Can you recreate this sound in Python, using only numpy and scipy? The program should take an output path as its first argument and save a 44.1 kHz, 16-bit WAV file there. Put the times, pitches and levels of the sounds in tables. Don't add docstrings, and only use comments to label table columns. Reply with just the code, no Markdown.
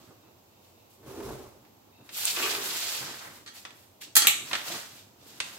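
import sys
import numpy as np
from scipy import signal
from scipy.fft import rfft, irfft, next_fast_len
from scipy.io import wavfile
from scipy.ndimage import uniform_filter1d

SR = 44100
rng = np.random.default_rng(int(sys.argv[2]) if len(sys.argv) > 2 else 0)


def bounce(signal):
    frames = np.transpose(np.atleast_2d(signal))
    limited = np.clip(frames, -1, 1)
    pcm = np.round(limited * 32767).astype(np.int16)
    wavfile.write(sys.argv[1], SR, pcm)


N = 246078
TIME = np.arange(N) / SR

# (frequency [Hz], relative level [dB])
AIR_SPECTRUM = [(25, -19), (69, -12.5), (101, 3.5), (164, -11), (204, -3), (400, -7.5), (900, -11),
                (1710, -24.5), (2600, -21.5), (7500, -25), (9500, -33.5), (12500, -22), (15500, -24.5)]
REVERB_SPECTRUM = [(60, 0.5), (280, -3.5), (600, 5.5), (2500, 4.5), (8000, 5.5), (15000, -9)]
HAND_SPECTRUM = [(40, -25.5), (75, -12), (130, -2.5), (200, -4.5), (340, -1.5), (480, -10.5), (700, -13),
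                 (1300, -14.5), (4000, -56)]
PALM_SPECTRUM = [(80, -13), (220, -18), (340, 4), (460, -11), (650, 5), (1100, -16), (4000, -31)]
DRAG_SPECTRUM = [(30, -3), (65, 4), (130, 5), (170, -9), (220, 4.5), (500, 0), (750, -2), (1050, -3.5),
                 (1500, -11), (3000, -35)]
TIP_SPECTRUM = [(1000, -10), (2200, 2.5), (4000, 2), (7500, 0.5), (9500, -1.5), (13000, 0), (15500, -3)]
RUSTLE_SPECTRUM = [(700, -37), (1700, -11), (2500, 0.5), (4400, 2), (6000, -1), (8000, -3.5), (10000, -46),
                   (15500, -26)]
FIBRE_SPECTRUM = [(4000, -63.5), (7000, 0), (8500, 2), (10000, 0), (13000, 3.5), (15500, -4)]
CREASE_SPECTRUM = [(250, -16), (450, -5), (750, -2), (1050, -2.5), (1500, 0), (2100, -3), (3500, -22.5)]
KNOCK_SPECTRUM = [(60, -23), (200, -21.5), (420, -17), (700, -12), (1100, -7.5), (1700, -4.5), (2700, -1.5),
                  (4000, -3.5), (7800, -8.5), (9500, -8), (15500, -36)]
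EDGE_SPECTRUM = [(60, -38), (250, -7), (550, -14), (1000, -12), (1800, 1.5), (2500, -11), (4300, 3.5),
                 (5500, 1), (7200, 2.5), (9500, 2), (13500, 5), (15500, -2)]
FLAT_SPECTRUM = [(60, -7), (500, -5), (1800, 0.5), (2300, 13.5), (2900, 8), (4000, 7.5), (5000, -7),
                 (6400, 2), (8000, 7.5), (9200, -3), (11500, 3.5), (13300, 10), (14500, 1.5), (15500, -11)]

# (frequency [Hz], bandwidth [Hz], relative level [dB])
BARREL_MODES = [(2670, 160, -2), (3740, 160, -3)]
RULER_BODY_MODES = [(332, 20, -7), (379, 18, 0), (431, 16, -9)]
RULER_EDGE_MODES = [(1153, 16, -0.5), (1440, 150, -20), (2515, 120, -1), (2820, 94, -7), (3230, 100, -15)]
# (frequency [Hz], level struck on edge [dB], level struck flat [dB])
PLASTIC_MODES = [(850, -14, -24), (1184, -7, -15), (1335, -5, -18), (1614, -12, -14), (1873, -8, -17),
                 (2262, -13, 0), (2420, -16, -4), (2612, -12, -3), (2905, -12, 1), (3286, -3, -8),
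                 (3596, -12, -9), (3836, -10, -4), (4112, -5, -10), (4306, -2, -14), (4608, -4, -22),
                 (6352, 1, -10), (6414, -8, -7), (6842, -1, -13), (7149, -3, -13), (7745, 0, -4),
                 (8110, -8, -8), (8292, -2, -11), (8695, -6, -13), (9960, -5, -13), (10486, -12, -11),
                 (10890, -5, -14), (11217, -2, -16), (11864, -6, -14), (13242, -10, -9), (13470, -4, -9)]

# (time [s], duration [s], level [dB])
HAND_SHIFTS = [(-.06, 0.15, -56.5), (.2, 0.11, -61), (1.5, .14, -60.5), (1.75, .3, -62),
               (2.15, 0.49, -55.5), (2.96, .14, -51.5), (3.2, 0.15, -56), (3.62, 0.11, -61),
               (4.0, 0.077, -59.5), (4.25, 0.31, -53), (4.66, 0.096, -47.5), (4.9, 0.097, -60),
               (5.1, 0.4, -57.5)]
PEN_MARKS = [(.16, 0.12, -72), (.48, .12, -73), (.72, 0.11, -70), (1.88, .13, -68)]
# (time [s], level [dB])
HAND_LEANS = [(1.071, -43), (1.251, -41), (1.327, -37.5), (3.007, -38.5)]
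PALM_PATS = [(4.7, -43), (4.718, -41.5)]
# (time [s], relative drag level [dB], relative hum level [dB])
PEN_LINE = [(0.98, -77, -68), (1.078, -54, -50.5), (1.202, -51, -42), (1.29, -46, -44), (1.31, -47.5, -46),
            (1.496, -60.5, -59), (1.512, -65, -72), (1.58, -68, -61)]
# (time [s], duration [s], level [dB], fibre offset [dB], crease offset [dB])
PAPER_SLIDES = [(-.06, 0.14, -67, -7, -4), (0.6, .08, -72, -4, -20), (0.88, 0.063, -71.5, 2, -20),
                (2.0, 0.14, -65.5, -4, 0), (2.092, 0.21, -37, -3.5, -10.5), (2.302, 0.23, -37.5, -6, -1.5),
                (2.528, 0.31, -38, -5.5, -8), (2.804, .16, -39, -8, -7.5), (2.991, .14, -48.5, -12, 1),
                (3.182, 0.075, -54, -4, 6.5), (3.312, .06, -59, -4, 0), (3.522, 0.066, -53, -3, -5),
                (3.69, 0.14, -68.5, 0.5, -2), (4.001, 0.037, -48.5, -5, -16), (4.38, 0.25, -49, -5.5, -1.5),
                (4.605, 0.15, -42.5, -6.5, -3.5), (4.904, 0.082, -55.5, -6, -9.5),
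                (5.133, 0.33, -57.5, -6.5, -6.5), (5.39, .17, -56, -4.5, -0.5)]
# (time [s], level [dB], contact cut-off [Hz], 60 dB decay time [s])
LIGHT_KNOCKS = [(1.65, -44.5, 700, .08), (2.091, -38, 4000, 0.061), (2.368, -25, 2500, 0.049),
                (2.526, -29, 2000, 0.025), (2.55, -21, 1960, .034), (3.651, -26.5, 1700, 0.055),
                (3.706, -40.5, 3000, .04), (4.012, -45, 9000, .05), (4.02, -37.5, 6000, .04),
                (4.512, -22, 1200, 0.11), (4.5315, -14, 2000, 0.051), (4.543, -22, 1500, .048),
                (4.5523, -18, 2600, 0.05), (4.616, -31.5, 3000, .02), (5.402, -20, 8150, 0.046)]
# (time [s], level [dB], flatness [0 on edge, 1 flat], contact cut-off [Hz])
CURVE_IMPACTS = [(3.462, -34, 0.1, 4500), (3.476, -31, 0.1, 4680), (4.1542, -15.5, 0.035, 17000),
                 (4.1569, -15.5, 0.05, 15000), (4.1654, -7, 0.1, 17100), (4.174, -13.5, 0.1, 9000),
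                 (4.2206, -11.5, 0.23, 5870), (4.2488, -10, 0.19, 1690), (4.2704, -8, 0.92, 18100)]


def undb(db):
    return 10 ** (np.asarray(db) / 20)


def unit(x):
    return x / np.sqrt(np.mean(x ** 2))


def decay(t, t60):
    return np.exp(-np.log(1000) * t / t60)


def add(track, start_s, sound):
    start = int(start_s * SR)
    track[:, start:start + sound.shape[-1]] += sound[..., :N - start]


def colour(x, spectrum):
    size = next_fast_len(x.shape[-1] // 2 + 2048) * 2
    hz, db = np.transpose(spectrum)
    bin_hz = np.fft.rfftfreq(size, 1 / SR)
    gain = unit(undb(np.interp(np.log(bin_hz + 1), np.log(hz), db)))
    cepstrum = irfft(np.log(gain))
    cepstrum[1:size // 2] *= 2
    cepstrum[size // 2 + 1:] = 0
    return irfft(rfft(x, size) * np.exp(rfft(cepstrum)))[..., :x.shape[-1]]


def soften(x, cutoff_hz, order=2):
    return signal.sosfilt(signal.butter(order, cutoff_hz, fs=SR, output="sos"), x)


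def resonate(force, modes):
    return unit(sum(undb(db) * signal.lfilter(*signal.iirpeak(hz, hz / width, SR), force)
                    for hz, width, db in modes))


def fluctuation(rate_hz):
    step = max(int(SR / rate_hz), 1)
    held = np.repeat(rng.standard_normal(N // step + 1), step)[:N]
    return unit(uniform_filter1d(held, step))


def stereo(noises, correlation):
    return np.sqrt(correlation) * noises[0] + np.sqrt(1 - correlation) * noises[1:]


def noise_burst(t, t60, correlation):
    return stereo(rng.standard_normal((3, len(t))), correlation) * decay(t, t60)


def friction(slips_per_s, spread_db, judder_db, judder_hz, correlation):
    slips = rng.standard_normal((3, N)) * (rng.random((3, N)) < slips_per_s / SR)
    sizes = undb(spread_db * np.minimum(rng.exponential(size=(3, N)), 4))
    judder = undb(judder_db * fluctuation(judder_hz))
    return unit(stereo(slips * sizes, correlation) * judder)


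def movement(start_s, length_s, attack_share=0.42, release_ratio=3.79):
    attack = np.clip((TIME - start_s) / (attack_share * length_s), 0, 1) ** 2
    release = decay(np.maximum(TIME - start_s - length_s, 0), release_ratio * length_s)
    return attack * release


def movements(rows):
    return np.sqrt(sum((undb(db) * movement(start, length)) ** 2 for start, length, db in rows))


def room_tone(level_db=-60.5):
    mid, side = colour(rng.standard_normal((2, N)), AIR_SPECTRUM)
    side = signal.sosfilt(signal.butter(1, 600, "high", fs=SR, output="sos"), side)
    gain = undb(level_db + 0.26 * fluctuation(8.8))
    return gain * (mid + undb(1.0) * side * np.array([[1], [-1]]))


def room(x, wet_db, t60=0.45):
    t = TIME[:int(SR * .7)]
    tail = rng.standard_normal((2, len(t))) * decay(t, t60) * (t > .005)
    echoes = undb(wet_db) * colour(unit(tail), REVERB_SPECTRUM) / np.sqrt(len(t))
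    direct = np.array([np.pad(x[0], (3, 0))[:N], x[1]])
    return direct + signal.fftconvolve(x, echoes, axes=1)[:, :N]


def hands(table_hz=133.7, table_t60=0.18):
    slips = friction(1500, spread_db=1.0, judder_db=2.5, judder_hz=30, correlation=0.9)
    out = movements(HAND_SHIFTS) * colour(slips, HAND_SPECTRUM)
    t = TIME[:SR // 2]
    soft_onset = 1 - decay(t, 0.028)
    boom = np.sin(2 * np.pi * table_hz * t) * decay(t, table_t60) * soft_onset
    for start, db in HAND_LEANS:
        add(out, start, undb(db) * boom)
    return out


def palm_pats():
    out, t = np.zeros((2, N)), TIME[:SR // 3]
    for start, db in PALM_PATS:
        puff = colour(noise_burst(t, t60=0.17, correlation=0.99), PALM_SPECTRUM)
        add(out, start, undb(db) * puff)
    return out


def pen_marks():
    slips = friction(2800, spread_db=2.5, judder_db=0.5, judder_hz=22, correlation=0.66)
    return movements(PEN_MARKS) * resonate(slips, BARREL_MODES)


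def pen_stroke(drag_gain_db=5, hiss_gain_db=-1, hum_gain_db=1.5):
    times, drag_db, hum_db = np.transpose(PEN_LINE)
    drag_slips = friction(4000, spread_db=-0.5, judder_db=0.7, judder_hz=60, correlation=0.83)
    tip_slips = friction(20000, spread_db=1.5, judder_db=1.6, judder_hz=110, correlation=0.13)
    ruler_slips = friction(5600, spread_db=2.0, judder_db=1.5, judder_hz=70, correlation=1.0)
    rumble = undb(drag_gain_db) * colour(drag_slips, DRAG_SPECTRUM)
    hiss = undb(hiss_gain_db) * colour(tip_slips, TIP_SPECTRUM)
    drag = undb(np.interp(TIME, times, drag_db)) * (rumble + hiss)
    hum = undb(np.interp(TIME, times, hum_db) + hum_gain_db) * resonate(ruler_slips, RULER_BODY_MODES)
    drawing = (TIME > times[0]) & (TIME < times[-1])
    return drawing * (drag + hum)


def ruler_scrape(hum_db=-41.5, chatter_db=-33.5):
    body_slips = friction(2000, spread_db=2.5, judder_db=3.0, judder_hz=50, correlation=1.0)
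    edge_slips = friction(2800, spread_db=3.0, judder_db=3.0, judder_hz=57, correlation=0.34)
    hum = movement(start_s=2.285, length_s=.28) * resonate(body_slips, RULER_BODY_MODES)
    chatter = movement(start_s=2.325, length_s=0.13) * resonate(edge_slips, RULER_EDGE_MODES)
    return undb(hum_db) * hum + undb(chatter_db) * chatter


def paper_slides():
    starts, lengths, db, fibre_db, crease_db = np.transpose(PAPER_SLIDES)
    surface = friction(16000, spread_db=1.0, judder_db=2.0, judder_hz=70, correlation=0.093)
    fibres = friction(25000, spread_db=2.0, judder_db=1.3, judder_hz=90, correlation=0.16)
    folds = friction(4000, spread_db=1.0, judder_db=1.6, judder_hz=73, correlation=0.45)
    rustle = movements(zip(starts, lengths, db)) * colour(surface, RUSTLE_SPECTRUM)
    hiss = movements(zip(starts, lengths, db + fibre_db)) * colour(fibres, FIBRE_SPECTRUM)
    creasing = movements(zip(starts, lengths, db + crease_db)) * colour(folds, CREASE_SPECTRUM)
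    return undb(3.0) * rustle + undb(6.5) * hiss + undb(1.5) * creasing


def paper_flick(start_s=2.2535, level_db=-14.5):
    out, t = np.zeros((2, N)), TIME[:SR // 4]
    burst = noise_burst(t, t60=.016, correlation=0.49)
    flick = colour(burst, [(1500, -24), (5000, -4), (8500, 11), (12000, -7), (15500, -7)])
    add(out, start_s, undb(level_db) * flick)
    return out


def knocks():
    out, t = np.zeros((2, N)), TIME[:SR // 4]
    for start, db, contact_hz, t60 in LIGHT_KNOCKS:
        knock = colour(noise_burst(t, t60, correlation=0.42), KNOCK_SPECTRUM)
        add(out, start, undb(db) * soften(knock, contact_hz, order=1))
    return out


def curve_clacks(ring_t60=0.11, crack_t60=0.14, snap_t60=.004):
    out, t = np.zeros((2, N)), TIME[:SR // 2]
    hz, edge_db, flat_db = np.transpose(PLASTIC_MODES)
    fades = decay(t, ring_t60 * (hz[:, None] / 4000) ** -.1)
    channel_phases = 1.2 * rng.standard_normal((2, len(hz), 1))
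    for start, db, flatness, contact_hz in CURVE_IMPACTS:
        phases = rng.uniform(0, 2 * np.pi, (len(hz), 1)) + channel_phases
        amplitudes = undb(edge_db + flatness * (flat_db - edge_db))
        ring = amplitudes @ (fades * np.sin(2 * np.pi * hz[:, None] * t + phases))
        dense_modes = noise_burst(t, crack_t60, correlation=0.13)
        snap = undb(8.5) * rng.standard_normal(len(t)) * decay(t, snap_t60)
        burst = dense_modes + snap
        crack = (1 - flatness) * colour(burst, EDGE_SPECTRUM) + flatness * colour(burst, FLAT_SPECTRUM)
        clack = soften(undb(-4) * crack + undb(-13) * ring, contact_hz)
        add(out, start, undb(db) * clack)
    return out


def scene():
    drafting = pen_stroke() + pen_marks() + ruler_scrape() + paper_slides() + paper_flick()
    rubbing = room(drafting + hands() + palm_pats(), wet_db=-8.5)
    knocking = room(curve_clacks() + knocks(), wet_db=-7.5)
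    balance = undb([[-.8], [.5]])
    return (rubbing + knocking + room_tone()) * balance


def record(dry, low_hz=38, top_hz=15700):
    highpass = signal.butter(2, low_hz, "high", fs=SR, output="sos")
    lowpass = signal.ellip(8, .2, 70, top_hz, fs=SR, output="sos")
    clipped = np.clip(signal.sosfilt(highpass, dry), -1, 1)
    return signal.sosfilt(lowpass, clipped)


dry = scene()
out = record(dry)
bounce(out)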